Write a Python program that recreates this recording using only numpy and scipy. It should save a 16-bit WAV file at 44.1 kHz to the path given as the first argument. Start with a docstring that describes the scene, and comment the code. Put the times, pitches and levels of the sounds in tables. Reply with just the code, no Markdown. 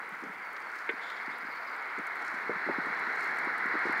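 """The tyre noise of a far car slowly swells over a low rumble on a quiet suburban street.
Up close, fingers bump and creak on a hand-held camera's case, with faint dry ticks, and something hard
clacks once, its quick contacts ringing a hollow body. Small birds whistle, chatter and rasp far away.
Underneath lie a soft hiss and a very faint, blipping high whine."""
import sys
import numpy as np
from scipy import signal
from scipy.fft import rfft, irfft, next_fast_len
from scipy.io import wavfile
from scipy.ndimage import uniform_filter1d, map_coordinates

SR = 44100
rng = np.random.default_rng(int(sys.argv[2]) if len(sys.argv) > 2 else 0)


def file_out(sig):
    """Save sig as 16-bit WAV at sys.argv[1]."""
    # one column per channel
    cols = np.atleast_2d(sig).T
    # limit, then scale
    lim = np.clip(cols, -1, 1)
    pcm = np.round(lim * 32767).astype(np.int16)
    wavfile.write(sys.argv[1], SR, pcm)


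N = 176400

# Table levels are relative; a colour is an EQ curve for noise.
# colour of the hiss bed: f/Hz, level/dB
HISS_COLOUR = [(25, -8), (1000, 11), (4000, 1), (6000, 3), (8000, 0.5), (10000, 2.5), (12000, -1),
               (15500, 1.5)]
# falling bird notes: t/s, length/s, start f/Hz, end f/Hz, level/dB
WHISTLE_NOTES = [(0.01, 0.07, 3990, 3960, -68.5), (0.405, 0.16, 5000, 4390, -66),
                 (.597, 0.12, 4740, 4450, -65.5), (1.485, 0.12, 5180, 4350, -62),
                 (1.655, 0.097, 5400, 4650, -65), (2.63, 0.055, 4330, 4130, -61),
                 (3.18, 0.112, 4430, 4330, -59)]
# colour of a bird's rattling chatter: f/Hz, level/dB
RATTLE_COLOUR = [(3000, -42), (3900, -4), (4500, 0), (4900, -2), (5500, -16), (6500, -48)]
# a bird's harsh calls: t/s, length/s, level/dB
RASP_CALLS = [(1.005, .21, -54.5), (1.315, .04, -60)]
# colour of the breath in those calls: f/Hz, level/dB
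BREATH_COLOUR = [(2300, -32), (3100, -4), (3550, 1), (3850, -2), (4500, -10), (5800, -20), (6500, -24),
                 (7100, -15), (7500, -28), (8100, -21), (9500, -45)]
# patches of finger creak: centre t/s, half length/s, level/dB
CREAK_PATCHES = [(0.174, 0.084, -81), (0.78, 0.053, -65), (2.29, 0.091, -66), (2.97, 0.14, -74),
                 (3.235, 0.081, -61), (3.887, 0.041, -66)]
# colour of the friction grains: f/Hz, level/dB
CREAK_COLOUR = [(2000, -28), (4400, 11), (6000, 5), (9500, -4), (12000, -4), (15500, -25)]
# dry ticks: t/s, level/dB, centre f/Hz
TICK_HITS = [(.0912, -48, 9500), (.2384, -46.5, 5200), (.5312, -47.5, 10500), (.566, -36.5, 3400),
             (.603, -52, 7500), (.803, -55, 5460), (1.102, -35, 2900), (1.3843, -47, 10000),
             (1.764, -52.5, 7500), (1.9864, -43.5, 5800), (2.0692, -43.5, 7900), (2.1565, -49, 9000),
             (2.2488, -48, 6500), (2.2677, -51, 6000), (2.2812, -41, 5600), (2.86, -50, 7000),
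             (2.996, -47, 8000), (3.2076, -41, 6500), (3.243, -46, 8450), (3.3692, -47, 7500),
             (3.3862, -40, 7950), (3.449, -50, 9000), (3.5808, -46, 8950), (3.66, -47.5, 7000),
             (3.7908, -49, 7000), (3.925, -45.5, 8500), (3.9804, -48, 7000)]
# finger bumps on the case: t/s, level/dB, f/Hz
FINGER_HITS = [(.125, -44, 190), (0.227, -41.5, 287), (0.239, -33.5, 337), (.253, -45, 249),
               (0.27, -42.5, 222), (0.299, -45, 200), (0.94, -40.5, 290), (1.282, -39, 293),
               (1.308, -47, 277), (1.433, -49, 260), (1.450, -45.5, 280), (1.489, -46, 250),
               (1.983, -36.5, 318), (1.989, -35.5, 357), (1.997, -37, 268), (2.344, -38.5, 262),
               (2.4971, -20.5, 385), (2.513, -32.5, 460), (2.667, -33.5, 292), (2.676, -33.5, 322),
               (2.690, -22, 626), (2.698, -24.5, 322), (2.709, -35, 250), (2.787, -29.5, 305),
               (2.562, -38.5, 194), (2.870, -35.5, 285), (2.902, -40, 260), (3.076, -40, 323),
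               (3.302, -48, 198), (3.474, -29.5, 313), (3.659, -32, 290), (3.742, -31.5, 330),
               (3.755, -28.5, 328), (3.856, -27.5, 373), (3.87, -29.5, 387), (3.898, -29, 290)]
# contacts within the clack: t/s, level/dB
CLACK_HITS = [(0.8911, -20), (0.8934, -19.5), (0.8944, -19.5), (0.8997, -24.5), (0.9066, -34)]
# the clack's hollow low body and hard ring: f/Hz, level/dB, t60/s
CLACK_RING = [(297, -16, 0.045), (397, -8, 0.053), (448, -5, 0.055), (1535, -5, 0.095), (1617, 0, 0.047),
              (1870, -5, 0.04), (2070, 2, 0.021), (2200, 4, 0.016), (2340, -4, 0.037), (2990, -15, 0.024),
              (3380, -9.5, 0.018), (3580, -16, 0.04)]
# band-pass on the clack: low f/Hz, high f/Hz
CLACK_EDGES = [250, 3660]
# colour of the low rumble: f/Hz, level/dB
RUMBLE_COLOUR = [(25, -36), (70, -31), (100, -16), (150, -5.5), (210, -1.5), (290, 1.5), (470, 5),
                 (560, -5.5), (900, -12), (2000, -41.5)]
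# fader ride of the rumble: t/s, level/dB
RUMBLE_RIDE = [(0, -58.5), (.6, -59.5), (1.9, -59.5), (2.4, -55), (2.9, -52.5), (4, -49.5)]
# colour of the tyres far off: f/Hz, level/dB
FAR_COLOUR = [(150, -48), (400, -19.5), (560, -14), (730, -9.5), (950, -5), (1230, -4), (1360, 0),
              (1600, -2.5), (1850, -4), (2180, -1.5), (2420, -13.5), (2800, -23), (3200, -26), (4000, -31),
              (4700, -32), (6000, -50), (12000, -65)]
# colour of the tyres nearer by: f/Hz, level/dB
NEAR_COLOUR = [(150, -53), (400, -22), (560, -16.5), (730, -9), (950, -5.5), (1230, -4), (1400, 1),
               (1600, -1), (1850, -1), (2180, -0.5), (2420, -16.5), (2780, -24.5), (3130, -32), (3350, -27),
               (3600, -30.5), (4100, -23.5), (4500, -27.5), (4900, -34), (5450, -36), (5900, -43.5),
               (12000, -68)]
# fader ride of the tyres as the car approaches: t/s, level/dB
TYRE_RIDE = [(0.0, -41.5), (0.66, -41), (0.95, -39), (1.56, -39.5), (2.98, -33), (3.62, -33), (3.98, -30.5)]


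def amp(db):
    """Decibels to gain."""
    return 10 ** (np.asarray(db) / 20)


def unit(x):
    """Scale to rms 1."""
    return x / np.sqrt(np.mean(x ** 2) + 1e-20)


def clock():
    """Time of every sample."""
    return np.arange(N) / SR


def wobble(rate):
    """A smooth random modulator, rate knots a second."""
    return map_coordinates(rng.standard_normal(400), [np.arange(N) * rate / SR], mode="wrap")


def filtered(x, response):
    """EQ x with a gain given as a function of frequency."""
    size = next_fast_len(N + 8192)
    return irfft(rfft(x, size) * response(np.fft.rfftfreq(size, 1 / SR)), size)[:N]


def coloured(x, colour):
    """x through a colour curve, at rms 1."""
    f, db = np.transpose(colour)
    return unit(filtered(x, lambda hz: amp(np.interp(np.log(hz + 1), np.log(f + 1), db))))


def noise(colour):
    """Coloured noise of rms 1."""
    return coloured(rng.standard_normal(N), colour)


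def patchy(x, depth_db):
    """Add texture: small patches of random gain over time and frequency, at rms 1."""
    spectrum = signal.stft(x, nperseg=512)[2]
    field = uniform_filter1d(rng.standard_normal(spectrum.shape), 4, axis=0)
    field = uniform_filter1d(field, 12, axis=1)
    return unit(signal.istft(spectrum * amp(depth_db * unit(field)), nperseg=512)[1][:N])


def butter(x, kind, hz, order):
    """x through a Butterworth filter."""
    return signal.sosfilt(signal.butter(order, hz, kind, fs=SR, output="sos"), x)


def add(track, s, sound):
    """Mix a sound in at time s."""
    i = max(0, round(s * SR))
    track[i:i + len(sound)] += sound[:max(0, N - i)]


def street_echo(x, t60):
    """The street's diffuse reverb tail, wet only."""
    t = np.arange(SR // 2) / SR
    tail = rng.standard_normal(len(t)) * amp(-60 * t / t60)
    return signal.fftconvolve(x, tail / np.linalg.norm(tail))[:N]


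def hiss(db=-67):
    """A steady, airy noise bed."""
    return amp(db) * noise(HISS_COLOUR)


def whine(hz=14000, db=-74, first_s=0.133, every_s=0.321, blip_s=0.022):
    """A very faint high tone that blips and, for a while, stutters."""
    t = clock()
    blips = (t - first_s) % every_s < blip_s
    stutter = (t > 1.42) & (t < 1.75) & (wobble(60) > -0.5)
    gate = uniform_filter1d((blips | stutter).astype(float), size=128)
    return amp(db) * gate * np.sin(2 * np.pi * hz * t)


def bird_whistles(settle=2.8, fade_db=2.5):
    """Clean notes that fall, level off and fade, with a touch of street reverb."""
    out = np.zeros(N)
    for s, length, start_hz, end_hz, db in WHISTLE_NOTES:
        progress = np.linspace(0, 1, int(length * SR))
        glide_hz = end_hz + (start_hz - end_hz) * np.exp(-settle * progress) * (1 - progress)
        hz = glide_hz * (1 + 0.0038 * wobble(310)[:len(progress)])
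        envelope = amp(db - fade_db * progress) * np.sqrt(2 * np.abs(np.sin(np.pi * progress)))
        add(out, s, envelope * np.sin(2 * np.pi * np.cumsum(hz) / SR))
    return out + amp(-9) * street_echo(out, t60=0.31)


def bird_chatter(start_s=0.805, end_s=2.03, notes_per_s=23, slowing_per_s2=5.6):
    """A rattle of uneven, noisy notes that swells, slows and fades."""
    t = clock() - start_s
    progress = np.clip(t / (end_s - start_s), 0, 1)
    swell = np.abs(np.sin(np.pi * progress ** 0.88)) ** 0.47
    notes = 0.5 + 0.5 * np.cos(2 * np.pi * (notes_per_s * t - slowing_per_s2 * t ** 2 / 2))
    return amp(-61 + 1.3 * wobble(20)) * swell * (0.15 + notes) * noise(RATTLE_COLOUR)


def bird_rasps(start_hz=3555, sag_hz_per_s=730, jitter_hz=110):
    """Harsh, breathy calls on a jittery, sagging pitch, trailing off in the street."""
    out, breath = np.zeros(N), amp(-3) * noise(BREATH_COLOUR)
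    for s, length, db in RASP_CALLS:
        t = clock() - s
        hz = start_hz - sag_hz_per_s * t + jitter_hz * wobble(700)
        phase = 2 * np.pi * np.cumsum(hz) / SR
        voice = amp(-5.5) * unit(np.sin(phase) + amp(-15.5) * np.sin(2 * phase))
        swell = np.sqrt(np.abs(np.sin(np.pi * np.clip(t / length, 0, 1) ** 0.78)))
        out += amp(db + 1.9 * wobble(60)) * swell * (voice + breath)
    return out + amp(-6) * street_echo(out, t60=0.82)


def finger_creak(grains_per_s=900, grain_s=0.00096, bed_db=-71):
    """Friction on the case: fine grains that rise in patches out of a faint crackle."""
    triggers = rng.random(N) < grains_per_s / SR
    strength = amp(3 * np.minimum(rng.exponential(size=N), 3))
    grains = signal.lfilter([1], [1, -np.exp(-1 / (grain_s * SR))], triggers * strength)
    patches = sum(amp(db) * np.exp(-((clock() - s) / half) ** 2) for s, half, db in CREAK_PATCHES)
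    return (amp(bed_db) + patches) * coloured(grains * rng.standard_normal(N), CREAK_COLOUR)


def ticks(t60=0.02, width_octaves=0.52, trim_db=-7.5):
    """Tiny dry snaps of noise, each with its own brightness."""
    out, t = np.zeros(N), np.arange(2048) / SR
    hz = np.fft.rfftfreq(len(t), 1 / SR) + 1
    for s, db, centre_hz in TICK_HITS:
        bell_eq = np.exp(-0.5 * (np.log2(hz / centre_hz) / width_octaves) ** 2)
        burst = irfft(rfft(rng.standard_normal(len(t))) * bell_eq)
        add(out, s, unit(burst) * amp(db + trim_db - 60 * t / t60))
    return out


def finger_bumps(rise_cycles=1.16, t60_cycles=3.3, scuff_t60=0.12, trim_db=-0.5):
    """Each touch thuds for a few cycles, then the skin scuffs; the microphone drops the deep bass."""
    out, t = np.zeros(N), np.arange(SR // 10) / SR
    for s, db, hz in FINGER_HITS:
        cycles = hz * t
        swell = (1 - np.exp(-cycles / rise_cycles)) ** 3 * amp(-60 * cycles / t60_cycles)
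        thud = swell / swell.max() * np.sin(2 * np.pi * (cycles + rng.random()))
        rub = butter(rng.standard_normal(len(t)), "band", hz=[0.44 * hz, 1.65 * hz], order=3)
        scuff = unit(rub) * amp(-12.5 - 60 * t / scuff_t60)
        lead_s = t[swell.argmax()] + 1 / (2 * hz)  # the swell peaks half a cycle before its cue
        add(out, s - lead_s, amp(db + trim_db) * (thud + scuff))
    return butter(out, "high", hz=144, order=5)


def clack(attack_s=0.00055, crack_t60=0.007, trim_db=-7.5):
    """A hard object lands in a quick run of contacts, each cracking and ringing the same modes."""
    out, t = np.zeros(N), np.arange(SR // 8) / SR
    ring = sum(amp(db - 60 * t / t60) * np.sin(2 * np.pi * hz * t) for hz, db, t60 in CLACK_RING)
    attack = 1 - np.exp(-t / attack_s)
    for s, db in CLACK_HITS:
        burst = butter(rng.standard_normal(len(t)), "band", hz=[1200, 2600], order=4)
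        crack = unit(burst) * amp(-18 - 60 * t / crack_t60)
        add(out, s, amp(db + trim_db) * (ring + crack) * attack)
    return butter(out, "band", hz=CLACK_EDGES, order=6)


def rumble():
    """The traffic's low end wavers gently and builds later than the tyres."""
    level_db = np.interp(clock(), *np.transpose(RUMBLE_RIDE)) + 0.94 * wobble(21)
    return amp(level_db) * noise(RUMBLE_COLOUR)


def tyres():
    """Tyre wash swells as the car approaches, crossfading from its far colour to its near one."""
    level_db = np.interp(clock(), *np.transpose(TYRE_RIDE))
    nearness = np.clip((level_db - level_db.min()) / np.ptp(level_db) * 1.47, 0, 1)
    wash = np.sqrt(1 - nearness) * noise(FAR_COLOUR) + np.sqrt(nearness) * noise(NEAR_COLOUR)
    return patchy(wash, depth_db=0.94) * amp(level_db + 0.091 * wobble(12))


def scene():
    """Mono mix of the birds, the traffic, the noise bed and the close-up handling."""
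    birds = bird_whistles() + bird_chatter() + bird_rasps()
    traffic = tyres() + rumble()
    bed = hiss()
    close_up = finger_bumps() + clack() + ticks() + finger_creak()
    return (bed + whine() + birds + close_up + traffic)[None]


def record(dry, top_hz=15750):
    """The camera's band limit: a brick-wall high cut."""
    return filtered(dry[0], lambda hz: hz < top_hz)[None]


dry = scene()
out = record(dry)
file_out(out)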